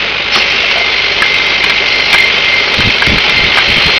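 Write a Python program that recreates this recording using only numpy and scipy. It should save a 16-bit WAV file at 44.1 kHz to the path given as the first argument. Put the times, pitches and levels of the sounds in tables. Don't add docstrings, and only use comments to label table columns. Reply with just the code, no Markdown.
import sys
import numpy as np
from scipy import signal
from scipy.fft import rfft, irfft
from scipy.io import wavfile
from scipy.ndimage import uniform_filter1d

SR = 44100
rng = np.random.default_rng(int(sys.argv[2]) if len(sys.argv) > 2 else 0)


def waveform_to_disk(signal):
    frames = np.transpose(np.atleast_2d(signal))
    scaled = np.clip(frames, -1, 1) * 32767
    samples = np.round(scaled).astype(np.int16)
    wavfile.write(sys.argv[1], SR, samples)


N = 176400
TIME = np.arange(N) / SR


def from_db(db):
    return 10 ** (np.asarray(db) / 20)


def unit_rms(x):
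    return x / np.sqrt(np.mean(x ** 2) + 1e-20)


def envelope(rows):
    return from_db(np.interp(TIME, *np.transpose(rows)))


def colour(x, spectrum):
    hz, db = np.transpose(spectrum)
    f = np.fft.rfftfreq(N, 1 / SR) + 1
    gain = from_db(np.interp(np.log(f), np.log(hz), db))
    return unit_rms(irfft(rfft(x) * gain, N))


def drift(corner_hz):
    f = np.fft.rfftfreq(N, 1 / SR)
    return unit_rms(irfft(rfft(rng.standard_normal(N)) * (f > 0) / (1 + (f / corner_hz) ** 2), N))


def resonate(x, hz, width_hz):
    r = np.exp(-np.pi * width_hz / SR)
    return unit_rms(signal.lfilter([1, 0, -1], [1, -2 * r * np.cos(2 * np.pi * hz / SR), r * r], x))


def band_noise(samples, band_hz):
    bandpass = signal.butter(2, band_hz, "band", fs=SR, output="sos")
    return unit_rms(signal.sosfilt(bandpass, rng.standard_normal(samples)))


SHAKE_HZ, SHAKE_PEAK_S = 50, .0038
LANDINGS_PER_S, LANDING_SPREAD_DB = 3600, 2.5


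def shake(depth):
    return 1 + depth * np.cos(2 * np.pi * SHAKE_HZ * (TIME - SHAKE_PEAK_S))


def landings():
    hits = rng.random(N) < LANDINGS_PER_S * shake(depth=.46) / SR
    return hits * rng.choice([-1, 1], N) * from_db(LANDING_SPREAD_DB * rng.standard_normal(N))


def held_ring(hz, width_hz):
    ring = resonate(landings(), hz, width_hz)
    return ring / np.sqrt(uniform_filter1d(ring ** 2, size=3000) + 1e-6)


def blows(rows, modes, crack_db, crack_s, crack_hz):
    out, t = np.zeros(N + SR), TIME[:SR // 2]
    for start_s, db, hz in rows:
        ring = 0
        for ratio, mode_db, t60 in modes:
            decay = from_db(mode_db + rng.normal() - 60 * t / t60)
            ring += decay * np.sin(2 * np.pi * hz * ratio * t)
        crack = band_noise(len(t), crack_hz) * np.exp(-t / crack_s)
        start = int(start_s * SR)
        out[start:start + len(t)] += from_db(db) * (ring + from_db(crack_db) * crack)
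    return out[:N]


# f/Hz, relative level/dB
WHIR_SPECTRUM = [(25, -24), (70, -2), (130, -5.5), (200, 2.5), (300, 0), (400, 7), (600, 3.5), (900, 0),
                 (1500, 5.5), (3000, -27)]
# f/Hz, width/Hz, level/dB
FRAME_MODES = [(401, 11, -36), (573.7, 22, -33), (835, 18, -33.5)]
# f/Hz, level/dB
MAGNET_HUM = [(50, -38), (100, -40.5), (150, -44.5), (450, -40.5)]
WHIR_DB, WHIR_FLUTTER_DB = -22, 2


def drive(vigour):
    whir_gain = from_db(WHIR_DB + WHIR_FLUTTER_DB * drift(45))
    whir = whir_gain * colour(rng.standard_normal(N), WHIR_SPECTRUM)
    frame = sum(from_db(db) * resonate(rng.standard_normal(N), hz, width)
                for hz, width, db in FRAME_MODES)
    hum = sum(from_db(db) * np.sqrt(2) * np.sin(2 * np.pi * (hz * TIME + rng.random()))
              for hz, db in MAGNET_HUM)
    return (whir + frame) * unit_rms(vigour) ** .57 + hum


# t/s, half length/s, level/dB
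WIND_GUSTS = [(2.793, 0.01, -8.5), (2.869, 0.022, -11.5), (3.079, 0.01, -12.5), (3.132, 0.028, -11),
              (3.427, 0.059, -18.5), (3.704, 0.02, -15), (3.771, 0.012, -13.5), (3.872, 0.013, -15.5)]
# f/Hz, relative level/dB
WIND_SPECTRUM = [(20, -4), (75, 0), (150, -2), (220, -5.5), (350, -10.5), (650, -21), (1500, -50)]


def wind():
    power = sum(from_db(db) ** 2 * np.exp(-((TIME - peak_s) / half_s) ** 2)
                for peak_s, half_s, db in WIND_GUSTS)
    return np.sqrt(power) * colour(rng.standard_normal(N), WIND_SPECTRUM)


WHISTLE_HZ = [4283, 4404, 4688, 5103, 5390, 5632, 5912, 6330]
WHISTLE_BURST_DB = [-21, -22, -26, -23, -25, -29, -32, -43]
WHISTLE_FLOW_DB = [-38.5, -38.5, -32.5, -39, -36, -40.5, -45, -47]
AIR_START_S, AIR_ATTACK_S, AIR_HOLD_S, AIR_RELEASE_S = .302, .041, .047, .032
PIPE_HZ, PIPE_DB, EXHAUST_S = 2686, -18.5, .43
HISS_DB, FLOW_FLUTTER_DB = -18.5, 3


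def air_vent():
    age = TIME - AIR_START_S
    opening = np.clip(age / AIR_ATTACK_S, 0, 1)
    burst = np.exp(-np.maximum(age - AIR_ATTACK_S - AIR_HOLD_S, 0) / AIR_RELEASE_S)
    emptying = np.exp(-np.maximum(age - EXHAUST_S, 0) / AIR_RELEASE_S)
    flow = from_db(FLOW_FLUTTER_DB * drift(27))
    whistles = 0
    for hz, burst_db, flow_db in zip(WHISTLE_HZ, WHISTLE_BURST_DB, WHISTLE_FLOW_DB):
        gain = np.maximum(burst * from_db(burst_db), flow * from_db(flow_db))
        whistles += gain * held_ring(hz, width_hz=12)
    hiss = from_db(HISS_DB) * band_noise(N, band_hz=(530, 3100))
    pipe = from_db(PIPE_DB) * held_ring(PIPE_HZ, width_hz=140)
    return opening * (whistles + hiss * burst + pipe * emptying)


# t/s, level/dB, f/Hz
INDEXER_HITS = [(.358, -9.5, 213), (.372, -14.5, 210), (1.64, -12.5, 201)]
# frequency ratio, level/dB, t60/s
INDEXER_MODES = [(1, -12.5, 0.21), (1.7, -3.5, 0.076), (2.7, -6, 0.018)]


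def indexer_thuds():
    return blows(INDEXER_HITS, INDEXER_MODES, crack_db=3.5, crack_s=.0087, crack_hz=(450, 2980))


# t/s, level/dB, f/Hz
BOTTLE_HITS = [(.635, -10.5, 690), (.757, -6, 690), (.772, -3.5, 692), (.808, -8.5, 689)]
# frequency ratio, level/dB, t60/s
BOTTLE_MODES = [(1, -3.5, 0.07)]


def bottle_bumps():
    return blows(BOTTLE_HITS, BOTTLE_MODES, crack_db=-22, crack_s=.0055, crack_hz=(600, 3000))


# t/s, level/dB, f/Hz
METAL_HITS = [(.353, -3, 2360), (.712, -3, 2260), (1.640, 0.5, 2430), (1.696, 1.5, 2340), (2.129, 8, 2375),
              (2.140, 9, 2332), (2.183, -1, 2380), (2.741, -1, 2465), (3.066, 1, 2150), (3.183, -6, 2360),
              (3.242, -10.5, 2420), (3.295, -0.5, 2370)]
# frequency ratio, level/dB, t60/s
METAL_MODES = [(.42, -21, .03), (.68, -14, .04), (.92, -8, .03), (1, -3, .055), (1.35, -11, .03),
               (1.48, -9, .035)]


def metal_clacks():
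    return blows(METAL_HITS, METAL_MODES, crack_db=-4.5, crack_s=.0046, crack_hz=(810, 3760))


# t/s, level/dB, f/Hz
WHEEL_HITS = [(1.2205, 7.5, 1690), (1.254, -10, 1646), (1.702, -2.5, 1630), (2.145, 4.5, 1618),
              (2.806, -7, 1590), (3.0215, 3, 1635), (3.181, -6, 1630), (3.572, 5.5, 1599),
              (3.585, 3.5, 1583)]
# frequency ratio, level/dB, t60/s
WHEEL_MODES = [(0.619, -11.5, 0.028), (.78, -13.5, 0.053), (.95, -7.5, 0.052), (0.999, -7.5, 0.065),
               (1.3, -8, 0.024), (2.2, -19, 0.03)]


def star_wheel_knocks():
    return blows(WHEEL_HITS, WHEEL_MODES, crack_db=-1, crack_s=.003, crack_hz=(850, 2000))


PING_LOW_HZ, PING_HIGH_HZ, PING_DB, PING_T60_S = 2206, 3820, -16.5, .15
PING_CHANCE = .1


def cap_pings():
    shakes_s = np.arange(0, N / SR - 1 / SHAKE_HZ, 1 / SHAKE_HZ)
    out, r = 0, from_db(-60 / (PING_T60_S * SR))
    for hz in np.geomspace(PING_LOW_HZ, PING_HIGH_HZ, 12):
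        clicks, w = np.zeros(N), 2 * np.pi * hz / SR
        delays_s = rng.random(len(shakes_s)) * .5 / SHAKE_HZ
        starts = ((shakes_s + delays_s) * SR).astype(int)
        clicks[starts] = (rng.random(len(shakes_s)) < PING_CHANCE) * from_db(PING_DB)
        out += signal.lfilter([0, np.sin(w)], [1, -2 * r * np.cos(w), r * r], clicks + 1e-18)
    return out


# f/Hz, width/Hz
BOWL_MODES = [(2096, 11), (3127, 17), (4165, 6)]
# t/s, level/dB
LOW_MODE_LEVEL = [(0.0, -39), (0.35, -23), (0.53, -21), (0.66, -25), (0.78, -17.5), (1.1, -18.5),
                  (1.158, -31), (1.22, -15.5), (1.39, -14), (1.46, -17.5), (1.84, -19), (2.01, -13),
                  (2.07, -23), (2.21, -6.5), (2.33, -22.5), (2.56, -11.5), (2.75, -23), (2.87, -13.5),
                  (2.97, -30.5), (3.05, -14), (3.26, -27), (3.35, -13.5), (3.49, -15), (3.58, -22),
                  (3.96, -18.5)]
MID_MODE_LEVEL = [(0.0, -38), (0.4, -24.5), (2.0, -25), (2.42, -19), (2.68, -28), (2.8, -18.5),
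                  (3.12, -25.5), (3.25, -18.5), (3.351, -22), (3.96, -19.5)]
HIGH_MODE_LEVEL = [(0, -48), (0.74, -29.5), (0.82, -30), (1.1, -23.5), (1.2, -27), (1.62, -34), (1.71, -21),
                   (1.82, -42), (1.9, -21), (2.25, -23), (2.34, -39), (2.48, -27.5), (2.88, -23),
                   (3.1, -35), (3.19, -19), (3.29, -38), (3.38, -19), (3.53, -32), (3.68, -18.5),
                   (3.77, -30), (3.84, -18)]


def bowl_ring():
    levels = LOW_MODE_LEVEL, MID_MODE_LEVEL, HIGH_MODE_LEVEL
    ring = sum(held_ring(*mode) * envelope(rows) for mode, rows in zip(BOWL_MODES, levels))
    return ring * shake(depth=.2)


# f/Hz, relative level/dB
RATTLE_SPECTRUM = [(300, -22.5), (900, -14), (1500, -12.5), (1900, -6.5), (2200, 0), (2700, -2.5),
                   (3500, -7), (4300, -10), (5000, -15), (5600, -26), (6400, -21.5), (7200, -18.5)]
# f/Hz, width/Hz
BOWL_OVERTONES = [(3376, 40), (3530, 20)]
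RATTLE_GAIN_DB, RATTLE_FLUTTER_DB, OVERTONE_DB = 2.59, .5, -35


def bowl_feeder(vigour):
    rattle = colour(landings(), RATTLE_SPECTRUM) * vigour
    rattle *= from_db(RATTLE_GAIN_DB + RATTLE_FLUTTER_DB * drift(26))
    overtones = from_db(OVERTONE_DB) * sum(resonate(landings(), *mode) for mode in BOWL_OVERTONES)
    return rattle + bowl_ring() + (overtones + cap_pings()) * unit_rms(vigour)


# t/s, relative level/dB
VIGOUR_LEVEL = [(0.0, -16.5), (0.3, -17.5), (0.34, -13.5), (0.89, -15), (0.92, -15), (1.78, -14),
                (2.06, -15.5), (2.11, -13.5), (3.17, -14), (3.26, -12), (3.37, -13), (3.96, -11)]


def scene():
    vigour = envelope(VIGOUR_LEVEL)
    impacts = star_wheel_knocks() + metal_clacks() + bottle_bumps() + indexer_thuds()
    return (impacts + bowl_feeder(vigour) + drive(vigour) + air_vent() + wind())[None]


PREAMP_CLIP, OUTPUT_CLIP = .95, .98
RECORDER_EDGE_HZ, CUTOFF_HZ = 6060, 16000
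END_S, END_FADE_S = 3.984, .003


def record(dry):
    overloaded = np.clip(dry, -PREAMP_CLIP, PREAMP_CLIP)
    narrow = signal.sosfilt(signal.butter(18, RECORDER_EDGE_HZ, fs=SR, output="sos"), overloaded)
    clipped = np.clip(narrow, -OUTPUT_CLIP, OUTPUT_CLIP)
    fade = np.clip((END_S - TIME) / END_FADE_S, 0, 1)
    return signal.sosfilt(signal.ellip(10, .1, 70, CUTOFF_HZ, fs=SR, output="sos"), clipped * fade)


dry = scene()
out = record(dry)
waveform_to_disk(out)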